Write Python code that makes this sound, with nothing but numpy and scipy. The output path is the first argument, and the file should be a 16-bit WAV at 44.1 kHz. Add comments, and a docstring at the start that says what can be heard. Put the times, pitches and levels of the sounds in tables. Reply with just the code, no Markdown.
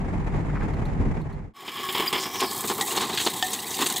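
"""Wind buffets the microphone over an engine beat and faint rattles: a motorcycle follows a tractor's
manure spreader along a road. That fades out, and the spreader fades in at work in a field.
Clods drop on its spinning steel discs and burst, dry grit sprays out,
and a few stones ring the vanes over the drone of the tractor."""
import sys
import numpy as np
from scipy import signal
from scipy.fft import rfft, irfft
from scipy.io import wavfile

SR = 44100
rng = np.random.default_rng(int(sys.argv[2]) if len(sys.argv) > 2 else 0)


def generate_wav(sig):
    """Save sig (samples, or channels by samples) to the path in sys.argv[1] as 16-bit PCM at SR."""
    pcm = np.round(np.clip(np.atleast_2d(sig).T, -1, 1) * 32767).astype(np.int16)
    wavfile.write(sys.argv[1], SR, pcm)


N = 176400
T = np.arange(N) / SR


def amp(db):
    """Decibels to gain."""
    return 10 ** (np.asarray(db) / 20)

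def unit(x):
    """Scales to rms 1."""
    return x / np.sqrt(np.mean(x ** 2) + 1e-20)

def curve(points):
    """Breakpoints to one value per sample."""
    return np.interp(T, *np.transpose(points))

def at_hz(points, hz):
    """Table lookup on a log-frequency axis."""
    f, value = np.transpose(points)
    return np.interp(np.log(hz + 1), np.log(f + 1), value)

def colour(x, spectrum, size=8192):
    """Minimum-phase filter; keeps the power of white noise."""
    log_gain = np.log(amp(at_hz(spectrum, abs(np.fft.fftfreq(size, 1 / SR)))))
    taps = np.fft.ifft(np.exp(np.conj(signal.hilbert(log_gain)))).real[:size // 2]
    return signal.oaconvolve(x, taps / np.linalg.norm(taps))[:N]

def resonate(x, hz, width_hz):
    """One complex resonance; its real part keeps the power of white noise."""
    r = np.exp(-np.pi * width_hz / SR)
    pole = r * np.exp(2j * np.pi * hz / SR)
    return signal.lfilter([np.sqrt(2 * (1 - r * r))], [1, -pole], x + 1e-18)

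def wander(rate_hz):
    """Random drift of rms 1, up to about rate_hz."""
    hz = np.fft.rfftfreq(N, 1 / SR)
    return unit(irfft(rfft(rng.standard_normal(N)) * (hz > 2) / (1 + (hz / rate_hz) ** 4), N))

def grains(spread_db):
    """Dense stream of tiny, uneven impacts."""
    return unit(rng.standard_normal(N) * amp(spread_db * np.clip(wander(830), -2.5, 2.5)))

def bursts(rows, attack_s=0.0011, release_s=0.011):
    """Power sum of attack-hold-release envelopes."""
    power = np.zeros(N)
    for start_s, hold_s, db in rows:
        t = np.maximum(T - start_s, 0)
        release = np.exp(-np.maximum(t - hold_s, 0) / release_s)
        power += (amp(db) * np.minimum(t / attack_s, 1) * release) ** 2
    return np.sqrt(power)


# Left-right likeness: f/Hz, coherence/1
COHERENCE = [(60, 0.4), (200, 0.83), (1000, 0.17)]

def stereo_noise(spectrum):
    """Partly alike noise at two microphones."""
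    same = at_hz(COHERENCE, np.fft.rfftfreq(N, 1 / SR))
    mid, side = rfft(rng.standard_normal((2, N))) * np.sqrt([(1 + same) / 2, (1 - same) / 2])
    return np.array([colour(irfft(mid + sign * side, N), spectrum) for sign in (1, -1)])

# Wind rumble: f/Hz, gain/dB
WIND_SPECTRUM = [(12, -40), (20, -1), (43, -3.5), (107, -3.5), (151, -1.5), (252, -10.5), (307, -13),
                 (600, -28), (780, -52), (1320, -120)]
# One stronger gust: t/s, level/dB
WIND_LEVEL = [(.96, -27.5), (1.0, -21.5), (1.11, -24.5), (1.15, -25.5)]

def wind(gust):
    """Gusts buffet the microphone."""
    return amp(curve(WIND_LEVEL)) * unit(stereo_noise(WIND_SPECTRUM) * amp(2.5 * gust))

# Road noise: f/Hz, gain/dB
ROAD_SPECTRUM = [(300, -13.5), (450, -2), (540, -7.5), (830, -3), (1450, -14.5), (2100, -13.5), (2900, -27),
                 (4200, -34), (6100, -37), (7100, -34), (8500, -42), (10500, -44), (13000, -62)]
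FIRING_HZ = 21.66

def road(gust, level_db=-37.5, gust_db=2.4, jolt_db=1.5):
    """Road noise throbs with the engine, sways with gusts and shakes as the trailer jolts."""
    throb = 1 + 0.088 * np.cos(2 * np.pi * FIRING_HZ * T)
    noise = stereo_noise(ROAD_SPECTRUM) * throb
    return amp(level_db) * unit(noise * amp(gust_db * gust + jolt_db * wander(55)))

# Exhaust harmonics: f/FIRING_HZ, level/dB
EXHAUST_HARMONICS = [(2, -32.5), (4, -39), (7, -36.5), (14, -49.5), (18, -47)]

def exhaust(drift_db=1.7, drift_rad=0.98):
    """Harmonics of the firing rate, drifting in level and phase."""
    out = np.zeros(N)
    for order, db in EXHAUST_HARMONICS:
        gain = amp(drift_db * wander(7.1))
        phase = 2 * np.pi * order * FIRING_HZ * T + drift_rad * wander(6.1)
        out += amp(db) * unit(gain * np.sin(phase))
    return out

# Trailer rattles, ticks: t/s, hold/s, level/dB
RATTLES = [(.497, 0.0036, -40), (.548, 0.025, -39.5), (.607, 0.021, -38.5), (1.309, 0.006, -44)]
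TICKS = [(.735, .002, -53.5), (.853, 0.0023, -50), (1.213, .002, -49.5), (1.326, .002, -50.5)]
# Their spectra: f/Hz, gain/dB
RATTLE_SPECTRUM = [(300, -32), (1000, 7), (2100, 4.5), (2900, -15), (4200, -19), (16000, -50)]
TICK_SPECTRUM = [(1000, -27), (3700, -2), (4200, 7), (4800, -9), (15000, -18)]

def trailer():
    """The trailer rattles faintly, with small sharp ticks."""
    rattles = colour(bursts(RATTLES) * grains(spread_db=4.5), RATTLE_SPECTRUM)
    return rattles + colour(bursts(TICKS) * rng.standard_normal(N), TICK_SPECTRUM)


# Tractor drone: f/Hz, gain/dB
DRONE_SPECTRUM = [(25, -34), (55, -24.5), (100, -7.5), (155, -5.5), (210, -2.5), (310, -3.5), (375, 0.5),
                  (500, -9), (610, -15.5), (770, 0), (930, -5), (1080, -4.5), (1350, -17.5), (2600, -45)]
# Its swell: t/s, level/dB
DRONE_LEVEL = [(1.55, -39), (1.9, -42.5), (2.25, -39.5), (3.1, -34.5), (3.6, -39.5), (4, -36)]

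def tractor(lump_db=1.56):
    """Lumpy roar of the tractor and the spreader's drive."""
    roar = rng.standard_normal(N) * amp(lump_db * wander(30))
    return unit(colour(roar, DRONE_SPECTRUM)) * amp(curve(DRONE_LEVEL))

def housing(x, share=0.07, t60_s=0.11):
    """Close modes of the sheet-steel housing smear impacts into a short clatter."""
    t = np.arange(6000) / SR
    tail = signal.lfilter(*signal.butter(2, 5000, fs=SR), rng.standard_normal(len(t)))
    tail *= amp(-60 * t / t60_s)
    clatter = signal.oaconvolve(x, tail / np.linalg.norm(tail))[:N]
    return np.sqrt(1 - share) * x + np.sqrt(share) * clatter

def late_share(start_s=2.28, end_s=2.59):
    """Progress of the spray's shift in colour, 0-1."""
    return np.clip((T - start_s) / (end_s - start_s), 0, 1)

def shift_colour(x, early, late):
    """Equal-power crossfade between two spectra."""
    share = late_share()
    fading = colour(x * np.sqrt(1 - share), early)
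    return fading + colour(x * np.sqrt(share) * rng.choice([-1, 1], N), late)

# Swish envelope: t/s, gain/1
SWISH_GAIN = [(2.15, 0.16), (2.2, 1.3), (2.3, 0.31), (2.42, 1.17), (2.62, 0.11)]
# Band centre: t/s, f/Hz
SWISH_PITCH = [(2.18, 4880), (2.36, 5790), (2.5, 4540)]

def swish(level_db=-37, width_hz=980):
    """Manure slides along a vane: a band of hiss rises and falls in pitch."""
    carrier = np.exp(2j * np.pi * np.cumsum(curve(SWISH_PITCH)) / SR)
    band = signal.lfilter(*signal.butter(2, width_hz / 2, fs=SR), grains(spread_db=2.5))
    return amp(level_db) * unit((band * carrier).real) * curve(SWISH_GAIN)

def clinks(drive, gain_db=-8, taps_per_s=300, t60_s=0.026, spread_db=7, spots=40):
    """Hard bits tap the steel; each spot rings with four partials of its own."""
    t, out = np.arange(3000) / SR, np.zeros(N)
    envelope = amp(-60 * t / t60_s) * (1 - np.exp(-t / 0.0012))
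    for centre_hz in np.geomspace(2806, 9100, spots):
        partial_hz = centre_hz * rng.uniform(.65, 1.5, size=(4, 1))
        partials = np.sin(2 * np.pi * partial_hz * t).sum(axis=0)
        size = amp(spread_db * np.minimum(rng.exponential(1, N), 3))
        taps = size * (rng.random(N) < taps_per_s / spots / SR)
        out += signal.oaconvolve(taps, envelope * partials)[:N]
    return amp(gain_db) * unit(out) * drive

# Loud single grains: t/s, strength/dB
LOUD_SNAPS = [(1.9256, -23), (2.2374, -26), (2.5788, -17), (2.608, -17.5), (2.6749, -17.5), (3.1505, -20),
              (3.2125, -22), (3.4506, -25), (3.8497, -24), (3.925, -15)]

def snaps(flow, small_db=5.5, snaps_per_s=70, decay_s=0.0013):
    """Dry grains snap on the steel: a few loud ones among many small."""
    hits = flow * amp(small_db) * rng.random(N) ** 2
    hits *= rng.random(N) < snaps_per_s / SR
    for start_s, db in LOUD_SNAPS:
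        hits[round(start_s * SR)] += amp(db)
    envelope = signal.lfilter([1], [1, -np.exp(-1 / (decay_s * SR))], hits + 1e-12)
    return np.gradient(envelope * rng.standard_normal(N))

# Crumb spectra: f/Hz, gain/dB
CRUMBS_EARLY = [(900, -21), (1400, -9), (2000, -1), (2550, -6.5), (3100, 4.5), (3650, -4), (4400, -9),
                (5130, -9.5), (5780, -25), (6900, -7), (10000, -13.5), (15500, -8)]
CRUMBS_LATE = [(1200, -22.5), (1900, 3.5), (2300, -9), (3700, 5.5), (5200, -8), (6600, -2), (8000, 3.5),
               (9700, -2.5), (15500, -1.5)]
# Treble shelf: t/s, gain/dB
CRUMB_TREBLE = [(1.7, -4), (1.95, 3.5), (2.3, 2.5), (2.58, 8), (2.92, 4.5), (3.04, -6), (3.45, 0.5),
                (4, -1)]

def crumbs(flow, clump_db=2.5, shelf_hz=6900):
    """Dry crumbs rain on the steel in clumps; the treble swells and dips."""
    patter = unit(grains(spread_db=1.5) * amp(clump_db * wander(78))) * flow
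    clatter = housing(shift_colour(patter, CRUMBS_EARLY, CRUMBS_LATE))
    treble = signal.sosfiltfilt(signal.butter(2, shelf_hz, "high", fs=SR, output="sos"), clatter)
    return clatter + treble * (amp(curve(CRUMB_TREBLE)) - 1)

# Crumb flow: t/s, level/dB
CRUMB_FLOW = [(1.55, -37), (1.9, -33.5), (2.2, -35.5), (2.31, -39), (2.6, -37.5), (2.8, -38.5),
              (3.0, -30.5), (3.25, -31.5), (3.5, -32.5), (3.64, -34.5), (3.75, -30.5), (4, -31.5)]
# Grit sprays: t/s, hold/s, level/dB
SPRAYS = [(2.127, 0.0063, -31.5), (2.198, 0.041, -34.5), (2.402, .005, -29.5), (2.508, 0.0068, -32.5),
          (2.675, .035, -31.5), (2.81, 0.0056, -26.5), (2.87, 0.0073, -27.5), (2.888, 0.041, -32.5),
          (2.961, 0.0028, -23), (3.009, .008, -30), (3.2, 0.057, -32), (3.263, 0.011, -35),
          (3.383, 0.0046, -40), (3.53, 0.0048, -24.5), (3.73, 0.024, -32), (3.79, 0.042, -32),
          (3.859, 0.0066, -22.5), (3.9, .005, -26.5), (3.96, 0.013, -27)]
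# Their spectrum: f/Hz, gain/dB
SPRAY_SPECTRUM = [(1500, -19), (3800, 2.5), (5200, -6), (6600, 5.5), (8200, 5.5), (9500, -1.5), (12500, -8),
                  (15500, -4.5)]

def grit():
    """The vanes fling sharp sprays over a steady rain of crumbs, with snaps and clinks."""
    flow, sprays = amp(curve(CRUMB_FLOW)), bursts(SPRAYS)
    rain = crumbs(flow)
    hiss = colour(sprays * grains(spread_db=4.0), SPRAY_SPECTRUM)
    return rain + hiss + snaps(flow) + clinks(np.hypot(flow * late_share(), sprays))

def ring(start_s, modes, pitch=1, flutter_db=3.5, flutter_hz=109):
    """Decaying modes of struck steel flutter as manure runs over it."""
    t, out = np.maximum(T - start_s, 0), np.zeros(N)
    for hz, db, t60_s in modes:
        sign = rng.choice([-1, 1])
        flutter = amp(flutter_db * np.tanh(wander(flutter_hz)))
        out += sign * flutter * amp(db - 60 * t / t60_s) * np.sin(2 * np.pi * hz * pitch * t)
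    return out

# Small part's modes: f/Hz, gain/dB, t60/s
PING_MODES = [(4865, 1, 0.037), (12700, -11, 0.044)]

def ping(start_s=2.075, gain_db=-9.5, rise_s=0.0084):
    """A small steel part pings once."""
    return amp(gain_db) * ring(start_s, PING_MODES) * np.clip((T - start_s) / rise_s, 0, 1)

# Stone hits: t/s, ring/dB, pitch ratio/1, crack/dB
STONE_HITS = [(2.8105, -22.5, 1.074, -15), (2.8225, -32, 1.16, -36), (3.4256, -19.5, 1.012, -14),
              (3.962, -34, 1.005, -41)]
# Vane modes at ratio 1: f/Hz, gain/dB, t60/s
VANE_MODES = [(738, -5, 0.23), (866, -5, 0.045), (1787, -2.5, 0.13), (3040, -2.5, 0.047), (3370, 1, 0.033),
              (3670, -3.5, 0.043), (4500, -7.5, 0.045), (5180, -16, 0.12), (6530, -8.5, 0.075),
              (7500, -6, 0.051)]
# Impact crack: f/Hz, gain/dB
CRACK_SPECTRUM = [(200, -14), (900, 6), (4000, 1), (15000, -8)]

def stones(rise_s=0.0012, decay_s=0.0014):
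    """Each stone cracks against a vane and leaves it ringing."""
    out = np.zeros(N)
    for start_s, ring_db, pitch, crack_db in STONE_HITS:
        t = np.maximum(T - start_s, 0)
        crack = amp(crack_db) * np.minimum(t / rise_s, 1) * np.exp(-t / decay_s) * rng.standard_normal(N)
        out += amp(ring_db) * ring(start_s, VANE_MODES, pitch)
        out += housing(colour(crack, CRACK_SPECTRUM))
    return out

def whine(scrape, gain_db=-39.5, sag_hz_per_s=28):
    """Rubbing keeps one disc sounding unsteadily; its pitch sinks a little."""
    hz = 1108.6 - sag_hz_per_s * (T - FIELD_FADE[0][0])
    carrier = np.exp(2j * np.pi * np.cumsum(hz) / SR)
    return amp(gain_db) * (carrier * resonate(scrape / carrier, hz=0, width_hz=20)).real

# Disc and housing modes: f/Hz, width/Hz, strike gain/dB, scrape gain/dB
DISC_MODES = [(378, 23, -12, -51), (787, 30, -21.5, -65), (1050, 35, -24.5, -58), (1126, 79, -18, -45.5),
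              (1702, 30, -29, -49), (2300, 31, -18, -49), (3240, 100, -28, -47.5), (5110, 68, -23, -50.5)]
# Rubbing: t/s, level/dB
SCRAPE_LEVEL = [(1.55, 0), (2.45, -1.5), (3.0, -6.5), (4, -17)]

def discs(push, surge_db=4, surge_hz=16):
    """The steel discs ring under blows and surges of rubbing."""
    scrape = grains(spread_db=6.5) * amp(curve(SCRAPE_LEVEL) + surge_db * np.tanh(wander(surge_hz)))
    modes = sum(resonate(amp(hit_db) * push + amp(scrape_db) * scrape, hz, width_hz).real
                for hz, width_hz, hit_db, scrape_db in DISC_MODES)
    return modes + whine(scrape)

# Clod bursts: t/s, hold/s, thud/dB, crunch/dB
CLOD_HITS = [(1.678, 0.012, -33, -28), (1.77, 0.047, -40, -36.5), (1.887, 0.012, -35, -29),
             (1.9467, 0.013, -28, -26), (1.973, 0.011, -29, -27.5), (1.996, 0.0066, -24, -24),
             (2.016, .035, -33.5, -35), (2.063, 0.0055, -32, -30.5), (2.1267, 0.0048, -24.5, -20.5),
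             (2.143, 0.048, -30, -33), (2.15, 0.007, -27, -27.5), (2.229, 0.0067, -34.5, -35.5),
             (2.255, 0.0043, -33, -36), (2.345, 0.016, -35.5, -35), (2.4, 0.0043, -36, -25),
             (2.415, 0.029, -25, -32.5), (2.638, 0.0077, -28.5, -34), (2.698, 0.017, -24.5, -31),
             (2.781, 0.02, -31, -41), (2.87, 0.016, -42, -38), (2.912, 0.024, -30.5, -35.5),
             (2.949, 0.02, -32, -34), (2.971, 0.0078, -22.5, -25), (3.003, 0.038, -28.5, -29.5),
             (3.094, 0.01, -29, -34), (3.124, 0.03, -36, -33), (3.1738, 0.006, -54, -21.5),
             (3.194, 0.021, -38.5, -27.5), (3.2625, 0.011, -23.5, -22.5), (3.534, 0.016, -42, -34.5),
             (3.788, 0.028, -29.5, -32), (3.816, 0.014, -23, -26), (3.8598, 0.0064, -32, -26),
             (3.897, 0.0088, -32, -30.5)]
# Their spectra: f/Hz, gain/dB
THUD_SPECTRUM = [(60, -29), (130, -12.5), (240, -4.5), (380, 1.5), (580, -12), (780, -5), (1080, 1.5),
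                 (1400, -14), (2000, -11), (3000, -19.5), (8000, -80)]
CRUNCH_EARLY = [(600, -22), (1500, -13), (2300, 5), (2650, -0.5), (3250, 8.5), (3900, -5.5), (4400, -8.5),
                (5100, -4), (6000, -19), (15000, -40)]
CRUNCH_LATE = [(600, -37), (1500, -5), (2300, -7), (3000, 1), (3600, 1.5), (4400, 0.5), (5200, -17.5),
               (6600, -7.5), (8500, -24), (15000, -37)]

def clods():
    """Each clod breaks up as a cluster of impacts: thud, crunch and the ring of the discs."""
    impacts = grains(spread_db=2.5)
    push = impacts * bursts([(s, hold_s, db) for s, hold_s, db, _ in CLOD_HITS])
    crunch = impacts * bursts([(s, hold_s, db) for s, hold_s, _, db in CLOD_HITS])
    crunch *= rng.choice([-1, 1], N)  # decorrelates it from the thud
    return colour(push, THUD_SPECTRUM) + discs(push) + shift_colour(crunch, CRUNCH_EARLY, CRUNCH_LATE)


# Scene fades: t/s, gain/1
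ROAD_FADE = [(0, 1), (1.1, 1), (1.24, 0.48), (1.35, 0.45), (1.45, 0.2), (1.54, 0)]
FIELD_FADE = [(1.535, 0), (1.6, 0.3), (1.75, 0.67), (1.95, 0.94)]

def scene():
    """The ride in stereo, then the field in mono."""
    field = clods() + grit() + swish() + ping() + stones() + tractor()
    gust = np.tanh(wander(rate_hz=27))
    ride = wind(gust) + road(gust) + exhaust() + trailer()
    return ride * curve(ROAD_FADE) + field * curve(FIELD_FADE)

def record(dry, cutoff_hz=15650):
    """Steep low-pass band limit."""
    taps = signal.firwin(511, cutoff_hz, window=("kaiser", 9), fs=SR)
    return signal.oaconvolve(dry, taps[None], "same")


dry = scene()
out = record(dry)
generate_wav(out)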